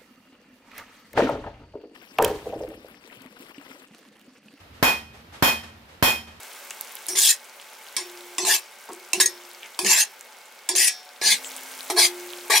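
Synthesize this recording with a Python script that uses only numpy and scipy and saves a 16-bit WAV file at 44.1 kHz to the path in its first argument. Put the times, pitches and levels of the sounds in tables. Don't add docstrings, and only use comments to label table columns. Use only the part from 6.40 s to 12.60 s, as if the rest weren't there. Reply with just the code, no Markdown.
import sys
import numpy as np
from scipy import signal
from scipy.fft import rfft, irfft
from scipy.io import wavfile
from scipy.ndimage import uniform_filter1d

SR = 44100
rng = np.random.default_rng(int(sys.argv[2]) if len(sys.argv) > 2 else 0)


def wav_record(signal):
    frames = np.transpose(np.atleast_2d(signal))
    bounded = np.clip(frames, -1, 1)
    quanta = np.round(bounded * 32767).astype(np.int16)
    wavfile.write(sys.argv[1], SR, quanta)


N = 273420
TIME, HZ = np.arange(N) / SR, np.fft.rfftfreq(N, 1 / SR)

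# (time [s], length [s], rise [s], grating level [dB],
# then relative to the grating: plate rumble [dB], blade rasp [dB], fine grit [dB], first bite [dB],
# ring on lifting [dB]; left over right [dB])
FLAT_PUSHES = [ (.752, 0.16, 0.045, -17.5, -19.5, -13, -1, -35, -34, 1.2),
               (2.05, 0.1, 0.032, -19, -8.5, -7, -1, -10, -22, .7),
               (2.800, 0.014, 0.0025, -15.5, -23.5, -6.5, 0.5, -8, -15.5, 1.3),
               (3.447, 0.17, 0.038, -18, -7.5, -6.5, -3.5, -6, -25.5, .6),
               (4.352, 0.13, 0.01, -20, -22, -7.5, -0.5, -4, -8.5, 3.3), ]
EDGE_PUSHES = [ (4.814, 0.12, 0.056, -17.5, -12.5, -7.5, -4.5, -16, -22, 0.8),
               (5.499, 0.0094, .002, -30, 4.5, -3, 3, -30, -30, 1),
               (5.563, 0.093, 0.029, -16.5, -7, -9, -3, -23, -43, 1.9),
               (6.098, 0.081, 0.0084, -19, -3.5, -2.5, -3, -23, -25, 3.9), ]
# (frequency [Hz], half-width [Hz], relative level [dB])
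FLAT_BLADE_MODES = [(1830, 18, -15), (2650, 69, 0.5), (3297, 89, -10), (5050, 190, -3), (5730, 89, -4),
                    (5760, 14, -3), (6510, 17, 8.5), (7000, 35, -24), (7650, 47, -5.5), (7250, 100, 3),
                    (8700, 59, -6.5), (8160, 38, -8), (8450, 17, -16), (8800, 7, 1), (9010, 51, 0),
                    (9800, 47, -16), (9340, 170, -6.5), (10170, 105, -3.5), (10850, 53, -5.5),
                    (11220, 110, -11.5), (12000, 130, -7), (12800, 26, -25), (14300, 66, -22),
                    (15000, 120, -37.5)]
EDGE_BLADE_MODES = [(1673, 60, -1), (2234, 220, 2), (3350, 65, -4), (4140, 330, 5), (4890, 310, 0),
                    (5820, 160, 0), (6940, 120, 0), (7500, 190, -6), (8400, 170, -22), (9000, 230, -3),
                    (9600, 130, -4.5), (10520, 89, -4.5), (11500, 320, -11), (12700, 200, -16),
                    (14100, 140, -19)]
# (frequency [Hz], half-width [Hz], relative level [dB])
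PRESSED_PLATE_MODES = [(183, 12, -29), (350, 25, -6), (420, 27, -0.5), (688, 42, 1), (849, 43, 6.5),
                       (1065, 130, 0.5)]
# (frequency [Hz], relative level per Hz [dB])
GRATING_COLOUR = [(59, -71), (100, -59), (283, -44), (365, -50), (547, -29), (854, 1), (1100, -0.5),
                  (1420, -15.5), (1680, 4.5), (2990, 2.5), (3320, 1.5), (6700, 5.5), (10700, -6.5),
                  (14400, -8.5), (16000, -27)]
# (frequency [Hz], width [Hz], depth [dB])
ANTIRESONANCE = (1397, 57, 19)
# (time [s], clatter level [dB], relative to the clatter: crack [dB], treble [dB];
# plate thud level [dB], blade ring level [dB], t60 of the clatter [s])
STRIKES = [(0.6845, -35, -3, 17, -36, -36, 0.33), (1.5659, -21, 0, -2, -42, -29.5, 0.2),
           (1.9823, -22, 8, -18, -29, -42, 0.54), (2.4905, -45.5, 3, -28, -42, -70, .05),
           (2.7324, -24.5, 8.5, 2, -28.5, -35.5, 0.27), (2.8594, -20.5, 2, 5, -60, -31, 0.1),
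           (3.3903, -23.5, 3.5, 4.5, -29.5, -33, .22), (4.2899, -20.5, 2.5, -1.5, -31.5, -28, 0.19),
           (5.5007, -31, -8, 6.5, -28, -32, 0.12)]
# (frequency [Hz], relative level per Hz [dB])
CLINK_COLOUR = [(88, -36), (150, -52), (341, -14), (555, -4), (649, -15.5), (1040, 6.5), (1390, -47),
                (1690, -8), (2020, -2), (2700, 0.5), (2920, -8), (4160, 3), (7320, 3), (9080, 4),
                (16000, -19.5)]
# (frequency [Hz], relative level [dB], t60 before scaling by contact [s])
BLADE_RING_MODES = [(1690, -10, .18), (2330, -11, .18), (3295, -13, .36), (3628, -14, .4), (3980, -16, .3),
                    (4380, -11, .3), (4727, -14, .29), (5130, -7, .3), (5440, -6, .36), (5526, -2, .25),
                    (5820, -7, .27), (5950, -9, .24), (6490, -8, .16), (7400, -10, .16), (8236, -5, .14),
                    (9020, -2, .11), (9320, 1, .091), (9740, 0, .066), (10730, -1, .11), (11240, -12, .15)]
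# (frequency [Hz], relative level [dB], t60 [s])
THUD_MODES = [(284, -7, 0.058), (342.2, -6, 0.47), (377.5, 10.5, 0.22), (420.4, -2, 0.28), (723, -2, 0.21),
              (843, 3.5, 0.12), (1082, -4.5, 0.16)]
# (time [s], length [s], first frequency [Hz], width [Hz], level [dB])
FRICTION_SQUEALS = [(.69, 0.1, 5750, 250, -35.5), (0.77, 0.036, 7100, 120, -23.5),
                    (.828, 0.069, 3400, 396, -23.5), (0.879, 0.061, 1852, 300, -35),
                    (2.085, 0.052, 1770, 160, -24.5), (2.81, 0.026, 6560, 70, -21.5),
                    (2.815, 0.075, 1900, 90, -33), (2.855, 0.028, 6600, 70, -19),
                    (3.485, .1, 950, 250, -36.5), (3.486, .11, 7510, 170, -24),
                    (3.595, .04, 6430, 70, -19.5), (4.383, .13, 1956, 130, -32.5),
                    (4.806, 0.1, 1726, 70, -33.5), (5.608, .063, 4850, 200, -21.5)]
# (time [s], length [s], level [dB])
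PLATE_SHUDDERS = [(.715, 0.047, -58), (2.02, 0.074, -52.5), (2.765, 0.033, -47), (3.42, 0.079, -40.5),
                  (4.30, 0.091, -66), (4.83, 0.15, -52)]
# (time [s], length [s], centre [Hz], width [Hz], level [dB])
ONION_SQUELCHES = [(0.307, 0.0062, 2550, 2500, -34), (2.484, 0.029, 915, 600, -38.5),
                   (2.493, 0.047, 398, 147, -43), (3.221, 0.052, 2330, 1111, -43),
                   (5.032, 0.061, 7640, 1800, -39)]
# (time [s], length [s], frequency [Hz], level [dB], t60 [s])
GRIDDLE_HUMS = [(1.6, .39, 354, -42.5, 3.6), (2.5, .25, 354, -43, .6), (2.754, .53, 354, -37.5, 1.17),
                (4.42, .4, 734, -49, 2.7), (4.836, 1.3, 263.7, -53, 7), (4.85, .4, 467, -49, 1.2),
                (5.518, .6, 354.5, -30.5, 2.4)]
# (time [s], level before a common lift [dB], centre [Hz])
LOUD_SPITS = [(0.3063, -19, 7500), (.4098, -14, 12600), (0.553, -21.5, 12500), (.666, -20, 10400),
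              (2.5321, -25, 8450), (3.2303, -28.5, 2970), (3.8089, -25, 7240), (5.1639, -20, 8550),
              (5.903, -29, 4050)]
# (time [s], reference level of the frying [dB])
FRYING_LEVEL = [(0, -45.5), (.66, -46), (1, -51.5), (1.9, -47.5), (2.3, -52.5), (3.1, -50), (4.1, -54),
                (4.8, -53), (5.05, -42), (6.2, -44)]
# (frequency [Hz], relative level per Hz [dB])
HISS_COLOUR = [(1180, -20), (2000, -17), (2200, -12), (2710, -46), (5580, 3), (8120, 4.5), (11200, 1),
               (12500, 1), (16000, 2)]
# (frequency [Hz], relative level per Hz [dB])
AIR_COLOUR = [(59, -88), (100, -40.5), (252, -10), (315, -19.5), (349, -9.5), (436, -5.5), (545, -4.5),
              (615, -5.5), (808, -2.5), (1260, -4.5), (1500, -3), (1750, -6), (2150, -4.5), (6000, -15),
              (7800, -22), (13200, -120)]
# (frequency [Hz], width [Hz], level before a common trim [dB])
AIR_DRONES = [(568, 23, -62.5), (872, 23, -59.5), (1570, 19, -62.5), (2190, 110, -57)]
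# (frequency [Hz], left-right correlation)
MICROPHONE_LIKENESS = [(50, 1), (150, 0.96), (700, 0.93), (1500, 0.79), (3100, 0.72), (7000, 0.53),
                       (15000, 0.43)]

TOUCH_DB, RELEASE_DB_PER_S = -15, 568
RASP_FOLLOWS, RUMBLE_FOLLOWS = 0.57, 0.57
RUMBLE_FADE_DB_PER_S = 94
BOOM_DB, BOOM_FADE_DB_PER_S = -11, 138
BITE_CRACK_DB, BITE_TREBLE_DB, BITE_T60, BITE_RING_DB = 3, -28, 0.058, -22
LIFT_T60 = 0.27
REFERENCE_T60 = .2
SQUEAL_SAG_PER_S = 0.193
SHUDDER_HZ, SHUDDER_WIDTH_HZ = 194.3, 31
HUM_BLOOM_S, HUM_DAMP_S = 0.021, .04
SMALL_SPITS_PER_S, SMALL_SPIT_HZ = 13, (3000, 10800)
SMALL_SPIT_DB, SMALL_SPIT_SPREAD_DB = 14, 2.2
AIR_DB, AIR_FOLLOWS = -47.5, 0.53
BAND_LIMIT_HZ = 15900


def scrapes(pushes, blade, grain_db, broad_db, plate_db, judder_db, shifting_db):
    grain = unit(uniform_filter1d(rng.standard_normal(N), 24))
    slips = noise() * amp(grain_db * grain)
    body = np.hypot(peaks(blade), amp(plate_db) * peaks(PRESSED_PLATE_MODES))
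    grating = amp(broad_db + read(GRATING_COLOUR, HZ))
    steel = rfft(patchy(colour(slips, hollow() * np.hypot(body, grating)), shifting_db))
    wobble = uniform_filter1d(uniform_filter1d(rng.standard_normal(N), 400), 200)
    judder = amp(judder_db * unit(wobble))

    edges_hz = [0, 550, 1400, 3200, 7800, SR]
    bands = [judder * irfft(steel * ((HZ >= low) & (HZ < high)), N) for low, high in zip(edges_hz, edges_hz[1:])]

    out = np.zeros((2, N))
    for s, length, rise, level, rumble, rasp, grit, _, _, pan in pushes:
        on = (TIME >= s) & (TIME <= s + length + 40 / RELEASE_DB_PER_S)
        t = TIME[on] - s
        db = level - RELEASE_DB_PER_S * np.maximum(t - length, 0)
        touch = TOUCH_DB * np.maximum(1 - t / rise, 0)
        gains = [
            amp(db + rumble + BOOM_DB - BOOM_FADE_DB_PER_S * t),
            amp(db + rumble + RUMBLE_FOLLOWS * touch - RUMBLE_FADE_DB_PER_S * t),
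            amp(db + rasp + RASP_FOLLOWS * touch),
            amp(db + touch) * panned(pan),
            amp(db + grit + touch) * panned(pan),
        ]
        push = sum(gain * unit(band[:, on]) for gain, band in zip(gains, bands))
        out[:, on] += push * signal.windows.tukey(len(t), .02)
    return out


def blows(crack_s=0.0043, thud_rise_s=0.034, sag=0.185, press_s=0.0218):
    out, t = np.zeros((2, N)), np.arange(SR // 2) / SR
    steel = unit(colour(patchy(noise(), 7.5), hollow() * amp(read(CLINK_COLOUR, HZ))))
    treble = signal.sosfiltfilt(signal.butter(2, 8000, "high", fs=SR, output="sos"), steel)
    stiffening = t - sag * press_s * (1 - np.exp(-t / press_s))

    def clink(s, crack_db, treble_db, t60):
        at = (round(s * SR) + np.arange(len(t))) % N
        fall = amp(crack_db) * np.exp(-(t / crack_s) ** 2) + amp(-60 * t / t60)
        return (steel[:, at] + (amp(treble_db) - 1) * treble[:, at]) * fall

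    def blade_ring(t60):
        return ring([(hz, level, free * t60 / REFERENCE_T60) for hz, level, free in BLADE_RING_MODES], t)

    for s, db, crack_db, treble_db, thud_db, ring_db, t60 in STRIKES:
        thud = ring(THUD_MODES, stiffening) * (1 - np.exp(-t / thud_rise_s))
        clatter = amp(db) * clink(s, crack_db, treble_db, t60)
        add(out, s, clatter + amp(ring_db) * blade_ring(t60) + amp(thud_db) * thud)

    for s, length, _, db, *_, bite_db, lift_db, _ in FLAT_PUSHES + EDGE_PUSHES:
        bite = clink(s, BITE_CRACK_DB, BITE_TREBLE_DB, BITE_T60) + amp(BITE_RING_DB) * blade_ring(BITE_T60)
        add(out, s, amp(db + bite_db) * bite)
        add(out, s + length, amp(db + lift_db) * blade_ring(LIFT_T60))
    return out


def squeals_and_squelches():
    out = np.zeros((2, N))
    for s, length, hz, width, db in FRICTION_SQUEALS:
        last_hz = hz * (1 - SQUEAL_SAG_PER_S * length)
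        add(out, s, amp(db) * swell(length, (hz, last_hz), width))
    for s, length, db in PLATE_SHUDDERS:
        add(out, s, amp(db) * swell(length, SHUDDER_HZ, SHUDDER_WIDTH_HZ))
    for s, length, hz, width, db in ONION_SQUELCHES:
        add(out, s, amp(db) * swell(length, hz, width))
    return out


def griddle_hum():
    out = np.zeros((2, N))
    for s, length, hz, db, t60 in GRIDDLE_HUMS:
        t = np.arange(int(length * SR)) / SR
        bloom = 1 - np.exp(-t / HUM_BLOOM_S)
        damping = np.minimum((length - t) / HUM_DAMP_S, 1)
        add(out, s, ring([(hz, db, t60)], t) * bloom * damping)
    return out


def spits(cycles=0.92, level_db=2, snap=0.5, snap_s=0.00096):
    out, t = np.zeros((2, N)), np.arange(400) / SR
    times = TIME[rng.random(N) < SMALL_SPITS_PER_S / SR]
    low, high = SMALL_SPIT_HZ
    small = []
    for s in times:
        db = frying_db(s) + rng.normal(SMALL_SPIT_DB, SMALL_SPIT_SPREAD_DB)
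        small.append((s, db, low * (high / low) ** rng.random()))
    for s, db, hz in LOUD_SPITS + small:
        spray = np.gradient(rng.standard_normal((2, len(t))) * np.exp(-t / snap_s) * (t > t[1]), axis=1)
        pop = burst(t, hz, cycles) + snap * spray
        add(out, s + 0.001013, amp(db + level_db) * pop * panned(rng.normal(1, 3.1)))
    return out


def frying(hiss_db=-2, crackle_db=-3, bursts_per_s=1300, spread_db=4, air_db=0, tones_db=-1, count=12):
    heat_db = frying_db(TIME)
    heat, air = amp(heat_db), amp(AIR_DB + AIR_FOLLOWS * (heat_db - heat_db.mean()))

    crackle, t = np.zeros((2, N)), np.arange(200) / SR
    for hz in np.geomspace(2400, 15000, count):
        size = amp(spread_db * np.minimum(rng.exponential(1, N), 4.5))
        bubbles = size * (rng.random(N) < bursts_per_s / count / SR)
        pulse = burst(t, hz, 0.5) * (hz / 5000) ** 0.52
        crackle += np.convolve(bubbles, pulse)[:N] * panned(rng.normal(1, 4.2))

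    hiss = unit(colour(noise(), amp(read(HISS_COLOUR, HZ))))
    sizzle = heat * (amp(hiss_db) * hiss + amp(crackle_db) * unit(crackle))
    rush = amp(air_db) * unit(colour(noise(), amp(read(AIR_COLOUR, HZ))))
    tones = sum(amp(db) * swell(N / SR * 2, hz, width)[:, N // 2:][:, :N] for hz, width, db in AIR_DRONES)
    return sizzle + air * rush + unit(air) * amp(tones_db) * tones


def yard(x, bass_t60=0.26, treble_t60=0.061):
    taps = noise()[:, :SR // 2] * (TIME[:SR // 2] > .004)
    hz, t, z = signal.stft(taps, SR, nperseg=256)
    t60 = read([(500, bass_t60), (10000, treble_t60)], hz)[:, None]
    tail = signal.istft(z * amp(-60 * t / t60), SR, nperseg=256)[1]
    return signal.fftconvolve(tail / np.linalg.norm(tail[0]), x, axes=1)[:, :N]


def frying_db(s):
    return np.interp(s, *np.transpose(FRYING_LEVEL))


def burst(t, hz, cycles):
    age = t * hz / cycles
    wave = np.gradient(age * np.exp(-age) * np.sin(2 * np.pi * hz * t))
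    return wave / abs(wave).max()


def ring(modes, t):
    hz, db, t60 = np.transpose(modes)[:, :, None]
    lag = rng.standard_normal((2, len(modes), 1)) * hz / 12000
    return (amp(db - 60 * t / t60) * np.sin(2 * np.pi * hz * t + lag)).sum(1)


def swell(length, hz, width):
    count = int(length * SR)
    pitch = np.linspace(*np.broadcast_to(hz, 2), count)
    r = np.exp(-np.pi * width / SR)
    complex_noise = rng.standard_normal((count + 4000, 2)) @ [1, 1j]
    wander = signal.lfilter([1], np.poly([r, r]), complex_noise)[-count:]
    tone = (wander * np.exp(2j * np.pi * np.cumsum(pitch) / SR)).real
    return unit(tone) * signal.windows.tukey(count, .5) * np.ones((2, 1))


def peaks(rows):
    return np.sqrt(sum(amp(db) ** 2 / (1 + ((HZ - hz) / width) ** 2) ** 2 for hz, width, db in rows))


def hollow():
    hz, width, depth_db = ANTIRESONANCE
    return amp(-depth_db * np.exp(-((HZ - hz) / width) ** 2))


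def patchy(x, depth_db, size=14):
    z = signal.stft(x, nperseg=512, noverlap=384)[2]
    field = rng.standard_normal(z.shape[1:])
    field = unit(uniform_filter1d(uniform_filter1d(field, size=3, axis=0), size=size, axis=1))
    return signal.istft(z * amp(depth_db * field), nperseg=512, noverlap=384)[1][:, :N]


def colour(x, gain):
    log_gain = irfft(np.log(np.maximum(gain, gain.max() * 1e-5)), N)
    fold = np.where(np.arange(N) < N // 2, 2., 0)
    fold[0] = 1
    return irfft(rfft(x) * np.exp(rfft(log_gain * fold)), N)


def noise():
    return microphones(rng.standard_normal((2, N)))


def microphones(pair):
    a, b = rfft(pair)
    angle = np.arccos(np.clip(read(MICROPHONE_LIKENESS, HZ), -1, 1)) / 2
    left = a * np.cos(angle) + b * np.sin(angle)
    right = a * np.cos(angle) - b * np.sin(angle)
    return irfft(np.array([left, right]), N)


def panned(db):
    return amp(np.array([[.5], [-.5]]) * db)


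def add(mix, s, sound):
    part = mix[:, max(round(s * SR), 0):][:, :sound.shape[1]]
    part += sound[:, :part.shape[1]]


def read(points, hz):
    f, value = np.transpose(points)
    return np.interp(np.log(hz + 1), np.log(f + 1), value)


def unit(x):
    return x / np.sqrt(np.mean(x ** 2) + 1e-20)


def amp(db):
    return 10 ** (np.asarray(db) / 20)


def limit(x, threshold_db, recovery_db_per_s=120):
    power_db = 10 * np.log10(abs(uniform_filter1d((x ** 2).mean(0), size=260)) + 1e-12)
    fall = TIME * recovery_db_per_s
    held_db = np.maximum.accumulate(power_db + fall) - fall
    over_db = np.maximum(held_db - threshold_db, 0)
    return x / amp(uniform_filter1d(over_db, size=60))


def scene():
    flat = scrapes(FLAT_PUSHES, FLAT_BLADE_MODES,
                   grain_db=2.0, broad_db=-11, plate_db=1.0, judder_db=1.75, shifting_db=4.5)
    edge = scrapes(EDGE_PUSHES, EDGE_BLADE_MODES,
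                   grain_db=1, broad_db=-10, plate_db=-1, judder_db=0.9, shifting_db=4.5)
    near = flat + edge + blows() + squeals_and_squelches() + spits()
    return near + amp(-12.5) * yard(near) + griddle_hum() + frying()


def record(dry, ceiling=1.0, low_cut_hz=105):
    held = ceiling * np.tanh(limit(dry, threshold_db=-8.5) / ceiling)
    thin = signal.sosfilt(signal.butter(3, low_cut_hz, "high", fs=SR, output="sos"), held)
    band_limit = signal.firwin(511, BAND_LIMIT_HZ, window=("kaiser", 9), fs=SR)
    return signal.oaconvolve(thin, band_limit[None], "same")


dry = scene()
out = record(dry)
wav_record(out)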